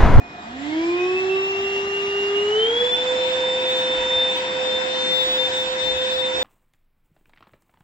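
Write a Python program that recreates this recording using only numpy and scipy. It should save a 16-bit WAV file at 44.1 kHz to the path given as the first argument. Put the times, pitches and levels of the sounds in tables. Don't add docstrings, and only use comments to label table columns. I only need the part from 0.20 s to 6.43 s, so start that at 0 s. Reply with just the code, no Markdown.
import sys
import numpy as np
from scipy import signal
from scipy.fft import rfft, irfft, next_fast_len
from scipy.io import wavfile
from scipy.ndimage import uniform_filter1d, map_coordinates

SR = 44100
rng = np.random.default_rng(int(sys.argv[2]) if len(sys.argv) > 2 else 0)


def generate_wav(sig):
    pcm = np.round(np.clip(np.atleast_2d(sig).T, -1, 1) * 32767).astype(np.int16)
    wavfile.write(sys.argv[1], SR, pcm)


N = 274743
TIME = np.arange(N) / SR
LOW_POWER_HZ, HIGH_POWER_HZ = 401.1, 513.6


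def undb(db):
    return 10 ** (np.asarray(db) / 20)


def curves(table):
    time_s, *columns = np.transpose(table)
    return [np.interp(TIME, time_s, column) for column in columns]


def over_hz(table, hz):
    points, values = np.transpose(table)
    return np.interp(np.log(hz + 1), np.log(points), values)


def walk(rate):
    knots = rng.standard_normal(4096)
    coarse = TIME[::32]
    path = map_coordinates(knots, [coarse * rate], mode="wrap")
    return np.interp(TIME, coarse, path / path.std())


def angle(hz):
    return 2 * np.pi * np.cumsum(hz) / SR


def tone(phase, db):
    return np.sqrt(2) * undb(db) * np.sin(phase)


def scattered(phase, db, rate, share, lead=0):
    share = np.clip(share, 0, 1)
    sides = []
    for side_phase in (phase + lead, phase):
        in_phase = np.sqrt(2 * (1 - share)) + np.sqrt(share) * walk(rate)
        quadrature = np.sqrt(share) * walk(rate)
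        sides.append(in_phase * np.sin(side_phase) + quadrature * np.cos(side_phase))
    return undb(db) * np.array(sides)


def noise(colour, flicker_db, flicker_rate, count=1):
    # (frequency_hz, coherence, left_lead_rad)
    likeness = np.array([(30, .7, 0), (120, .98, 0), (300, .95, 0), (550, .85, .3), (850, .55, 1.5),
                         (1100, .55, 2.8), (1650, .5, 3), (1950, .2, 3), (2650, .5, 3.2), (3400, .35, 4.7),
                         (4100, .55, 6.1), (5000, .3, 6.7), (6300, .3, 9), (8000, .1, 11)])
    size = next_fast_len(N, real=True)
    hz = np.arange(size // 2 + 1) * SR / size
    coherence = np.clip(over_hz(likeness[:, [0, 1]], hz), 0, .99)
    lead = over_hz(likeness[:, [0, 2]], hz)
    left, other = rfft(rng.standard_normal((2, size))) * undb(over_hz(colour, hz))
    right = coherence * np.exp(-1j * lead) * left + np.sqrt(1 - coherence ** 2) * other
    sides = np.array([left, right], dtype=np.complex64)
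    place = count * np.log2(np.clip(hz, colour[0][0], colour[-1][0]))
    out = 0
    for k in range(int(place[0]), int(place[-1]) + 2):
        weight = np.maximum(1 - abs(place - k), 0).astype(np.float32)
        band = irfft(sides * weight, size)[:, :N]
        out = out + band * undb(flicker_db * walk(flicker_rate))
    return out / out.std()


def pan(db):
    return undb(np.array([[db], [-db]]) / 2)


def delayed(side, delay_s):
    return np.interp(TIME - delay_s, TIME, side, left=0)


def reflections(x, share, longest_s, sway_ms, count):
    echoes = np.zeros((2, N))
    for k in range(2 * count):
        delay_s = rng.uniform(.1, 1) * longest_s + sway_ms / 1000 * walk(2)
        echoes[k % 2] += delayed(x[k % 2], delay_s)
    return (x + share * echoes / np.sqrt(count)) / np.sqrt(1 + share ** 2)


def shaft_speed():
    switch_on_s, spin_up_s = -.035, .375
    step_at_s, step_ease_s, step_settle_s = 2.378, .087, .175
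    creep_at_s, creep_hz_per_s = 4, 0.73
    spin_up = 1 - np.exp(-np.maximum(TIME - switch_on_s, 0) / spin_up_s)
    since_step = step_ease_s * np.logaddexp(0, (TIME - step_at_s) / step_ease_s)
    step = 1 - np.exp(-since_step / step_settle_s)
    creep = creep_hz_per_s * np.maximum(TIME - creep_at_s, 0)
    return LOW_POWER_HZ * spin_up + (HIGH_POWER_HZ - LOW_POWER_HZ) * step + creep


def shaft_hum(turn, glide):
    # (time_s, left_db, right_db)
    hum_levels = [(0.0, -68, -67), (.17, -58, -55), (0.27, -41, -40), (0.47, -35.5, -25),
                  (0.57, -21.5, -21.5), (1.17, -23.5, -20.5), (1.29, -25.5, -26), (1.79, -26.5, -26.5),
                  (2.4, -19, -19.5), (2.57, -24.5, -24), (2.65, -25, -17), (2.71, -30, -30),
                  (2.89, -25.0, -21), (4.08, -27.5, -25.5), (4.27, -30, -28.5), (4.41, -28.5, -23),
                  (4.67, -40, -24), (5.2, -27, -25), (5.27, -30, -27.5), (6.07, -31, -22), (6.22, -38, -24)]
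    left_db, right_db = curves(hum_levels)
    left = tone(turn, left_db + 0.76 * walk(28))
    right = tone(turn, right_db + 0.68 * walk(28))
    echo_share = undb(-40.0) + 0.2 * glide
    return reflections(np.array([left, right]), echo_share, longest_s=0.11, sway_ms=0.78, count=5)


def blade_whine(turn, glide):
    # (time_s, left_db, right_db)
    whine_levels = [(.45, -41, -42), (.6, -41, -40), (.72, -33.5, -33.5), (.82, -31, -34),
                    (.95, -31.5, -32), (1.2, -35, -28), (1.42, -30, -32), (1.48, -35.5, -28),
                    (1.58, -23.5, -24), (1.85, -31.5, -33), (1.97, -30, -26.5), (2.17, -28, -23),
                    (2.24, -28.5, -28), (2.6, -24, -25.5), (2.77, -25.5, -26.5), (3.0, -32, -31.5),
                    (3.2, -28, -27.5), (3.55, -25.5, -27), (3.85, -28.5, -27.5), (3.98, -20.5, -21),
                    (4.33, -33.5, -35), (4.41, -32.5, -33), (4.47, -23.5, -38), (4.56, -24.5, -26.5),
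                    (4.67, -29.5, -39), (4.87, -22, -30), (5.01, -17.5, -27), (5.05, -26, -24),
                    (5.12, -22, -22), (5.17, -27, -25), (5.2, -22, -35), (5.26, -20, -23),
                    (5.3, -31.5, -32), (5.39, -23.5, -26), (5.48, -30, -27.5), (5.55, -35, -31),
                    (5.6, -24.5, -43), (5.7, -21.5, -32), (5.8, -27, -31), (5.89, -26, -31),
                    (6.03, -24.5, -30), (6.18, -27, -27.5), (6.23, -22.5, -29)]
    # (centre_s, length_s, left_db, right_db)
    nodes = [(1.064, 0.017, -1, -8), (1.359, 0.015, 5, -7), (1.64, 0.05, -8, -16.5),
             (1.707, 0.016, -16, -0.5), (1.807, 0.01, 5, -15), (2.127, 0.032, -5, -12),
             (2.85, 0.018, -12, -3), (2.944, .012, -27.5, -6), (3.063, 0.04, 4.5, -19),
             (3.14, 0.018, -7, 7), (4.233, 0.022, -4, -11), (4.476, 0.035, 0, -15), (4.7, 0.028, 1.5, -10),
             (5.2, .01, 4.5, -15), (5.45, 0.017, -18, 0), (5.75, 0.02, -4, -15), (6, 0.015, 2.5, -12),
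             (6.113, 0.027, -7, -5)]
    # (time_s, lag_rad)
    whine_lag = [(.7, 2), (.82, 1.3), (.98, 2.3), (1.13, .8), (1.35, 2), (1.5, 1.8), (1.8, 1.6),
                 (2.15, 1.8), (2.4, .9), (3.0, .3), (3.11, 2.2), (3.19, 0), (3.36, 0), (3.42, 1.4),
                 (3.6, 1.6), (3.76, 0), (4.08, 0), (4.18, 1.7), (4.3, 0), (4.62, -.6), (4.72, 1.2),
                 (5.0, 2.3), (5.2, 1.3), (5.45, 1.7), (5.64, 1.2), (5.76, 1.9), (5.88, 1.3), (5.98, 2),
                 (6.1, .3), (6.16, 1.7), (6.23, 4.4)]
    # (start_s, end_s)
    hollow_spells = [(.478, .5), (.547, .568), (.662, .703), (.732, .768), (.873, .903), (.942, .956),
                     (1.002, 1.044), (1.077, 1.094), (1.15, 1.326), (1.383, 1.438), (1.818, 1.862),
                     (3.099, 3.116), (4.17, 4.205), (5.041, 5.178), (5.284, 5.322), (5.466, 5.552),
                     (5.838, 5.855), (5.887, 5.902), (5.935, 5.969), (6.167, 6.202)]
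    # (left_delay_s, right_delay_s, strength in a full glide, 0-1)
    walls = [(.021, .018, .4), (.044, .052, .27)]
    blades, hollow_fade_s = 7, .012
    arrives_s, slowing_s = 3.6, 0.3
    crossings_per_s, crossing_db = 15, 1.5

    hollow = sum(1. * ((TIME > start) & (TIME < end)) for start, end in hollow_spells)
    hollow = uniform_filter1d(hollow, size=int(hollow_fade_s * SR))
    sides_db = np.array(curves(whine_levels))
    for centre_s, length_s, left_db, right_db in nodes:
        sides_db += np.outer([left_db, right_db], np.exp(-((TIME - centre_s) / length_s) ** 2))
    even_db = 10 * np.log10(np.mean(undb(sides_db) ** 2, axis=0))
    left_db, right_db = sides_db + hollow * (even_db - sides_db)
    lag, = curves(whine_lag)
    lag = lag + hollow * (np.pi - lag)

    travel = np.clip((arrives_s - TIME) / slowing_s, 0, 1)
    crossing = crossing_db * travel * walk(crossings_per_s)
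    flutter = (.7 + glide) * walk(40) + glide * walk(110)
    sides = np.array([tone(blades * turn - lag, left_db), tone(blades * turn, right_db)])
    whine = undb(crossing + flutter) * sides
    for left_s, right_s, strength in walls:
        echo = np.array([delayed(whine[0], left_s), delayed(whine[1], right_s)])
        share = strength * glide * (1 - hollow)
        whine = (whine + share * echo) / np.hypot(1, share)
    room_share = (.04 + .25 * glide ** 2) * (1 - hollow)
    return undb(1.5) * reflections(whine, room_share, longest_s=0.05, sway_ms=0.15, count=5)


def overtones(hz, turn, power, glide):
    # (shaft_multiple, low_power_db, high_power_db, side_difference_db)
    harmonics = [(2, -44, -51, -8), (3, -42, -47.5, -7), (4, -53, -61, 0), (5, -55, -44.5, 0),
                 (6, -62, -54.5, 0), (9, -61, -61.5, 0), (10, -55, -52, 1), (11, -64, -63, 0),
                 (13, -63, -61, 0), (14, -56.5, -52, 1), (15, -56, -55.5, 1), (17, -69, -73, 0),
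                 (18, -69, -72, 0)]
    # (frequency_hz, gain_db)
    housing = [(520, -3.5), (630, 4.5), (730, 5), (800, -2.5), (930, 3), (1100, 4.5), (1190, 0),
               (2600, 2.5), (3100, 7.5), (3300, 8), (3450, 6), (3700, -1), (3950, -1), (5150, 0),
               (5450, 3.5), (5900, 3.5), (6300, 0)]
    left_lead_s = .00024
    out = 0
    for multiple, low_db, high_db, side_db in harmonics:
        line_hz = multiple * hz
        treble = np.clip((line_hz - 3500) / 1000, 0, 1)
        power_db = low_db + power * (high_db - low_db)
        db = power_db + over_hz(housing, line_hz) - 3 * glide * treble
        share = .03 + .02 * multiple + .45 * power
        sides = undb(np.outer([1, -1], side_db * (1 - .6 * power)) / 2)
        lead = 2 * np.pi * line_hz * left_lead_s
        out = out + sides * scattered(multiple * turn, db, rate=16 + multiple, share=share, lead=lead)
    return out


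def impeller_swirl(turn):
    # (shaft_multiple, width_hz, relative_level_db)
    swirl_tones = [(1.86, 70.04, -37.5), (5.001, 260.1, -42.5)]
    # (time_s, level_db)
    swirl_level = [(0, -19.5), (2.0, -14.5), (2.5, -2.5), (3.0, 0.5), (4.15, 2), (4.7, -3), (6.23, -2)]
    swirl_db, = curves(swirl_level)
    out = 0
    for multiple, width_hz, db in swirl_tones:
        out = out + scattered(multiple * turn, db + swirl_db, rate=width_hz, share=0.98)
    return out


def airflow():
    # (time_s, rush_db, hiss_db)
    air_levels = [(0, -59, -62.5), (0.55, -44, -49.5), (1.4, -43, -50.5), (2.26, -40.5, -48),
                  (3.0, -38, -45), (4.45, -37.5, -45.5), (4.75, -38, -41.5), (5.9, -40, -44),
                  (6.23, -38, -45)]
    # (frequency_hz, relative_level_db)
    rush_colour = [(110, -27.5), (185, -8), (228, -1), (270, -4), (325, 3), (390, 0), (450, 0.5),
                   (590, -2.5), (760, 3.5), (1000, 3), (1160, -2.5), (1550, 4), (1950, 4), (2300, 0),
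                   (2800, 1), (3450, 0.5), (4500, -39)]
    # (frequency_hz, relative_level_db)
    hiss_colour = [(2500, -26.5), (3700, 8.5), (4500, 0), (5400, 0.5), (6300, -6.5), (7500, -1),
                   (8300, -25)]
    rush_db, hiss_db = curves(air_levels)
    rush = noise(rush_colour, flicker_db=1.7, flicker_rate=14, count=4)
    hiss = noise(hiss_colour, flicker_db=2.4, flicker_rate=12, count=9)
    return undb(rush_db + 8.5) * rush * pan(0.33) + undb(hiss_db + 6.0) * hiss * pan(1.2)


def floor_brush(power):
    # (frequency_hz, relative_level_db)
    brush_colour = [(20, -21.5), (45, -11), (80, -8.5), (97, -1.5), (118, -9.5), (170, -3.5), (320, -1.5),
                    (500, -10), (720, -6), (1100, -6), (2000, -10), (4000, -38), (8000, -49.5)]
    load = 1 - 0.054 * power
    near = undb(-4.5 * np.minimum(TIME / 2, 1))
    throb = 1 + .75 * np.cos(angle(22.4 * load) - 2.2)
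    gear = throb * scattered(angle(710 * load), db=-44, rate=22, share=.3, lead=1.2)
    masked = undb(-8 * np.minimum(TIME / .5, 1))
    motor_phase = angle(np.full(N, 2470.))
    small_motor = masked * scattered(motor_phase, db=-47.0, rate=2.3, share=0.31, lead=4.5)
    drone = tone(angle(74 + 2.6 * walk(9.8)), -60 + 3 * walk(4.5))
    rumble = undb(-40.0) * noise(brush_colour, flicker_db=1.2, flicker_rate=12) * pan(-0.54)
    return near * (gear + small_motor) + drone + rumble


def buffeting():
    # (centre_s, length_s, level_db)
    puffs = [(3.793, 0.052, -37.5), (3.95, 0.087, -42.5), (5.715, 0.07, -38), (5.805, 0.034, -40),
             (6.027, 0.045, -47), (6.18, 0.058, -45)]
    # (frequency_hz, relative_level_db)
    puff_colour = [(15, -16), (32, -10.5), (60, -2.5), (95, -5.5), (160, -37.5), (1000, -80)]
    swell = sum(undb(db) * np.exp(-((TIME - s) / length_s) ** 2) for s, length_s, db in puffs)
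    eddies = noise(puff_colour, flicker_db=1, flicker_rate=20)
    return swell * eddies * undb(np.array([[-16], [0]]))


def scene():
    hz = shaft_speed()
    turn = angle(hz * (1 + 0.00035 * walk(25)))
    power = np.clip((hz - LOW_POWER_HZ) / (HIGH_POWER_HZ - LOW_POWER_HZ), 0, 1)
    spun_up = np.minimum(hz / 325, 1) ** 4.9
    speed_change = uniform_filter1d(abs(np.gradient(hz)) * SR, size=6000)
    glide = np.tanh(speed_change / 70)
    upper_tones = blade_whine(turn, glide) + overtones(hz, turn, power, glide) + impeller_swirl(turn)
    motor = shaft_hum(turn, glide) + spun_up * upper_tones
    return motor + airflow() + floor_brush(power) + buffeting()


def record(dry):
    low_pass = signal.ellip(10, .2, 80, 8500, fs=SR, output="sos")
    return signal.sosfilt(low_pass, dry)


dry = scene()
out = record(dry)
generate_wav(out)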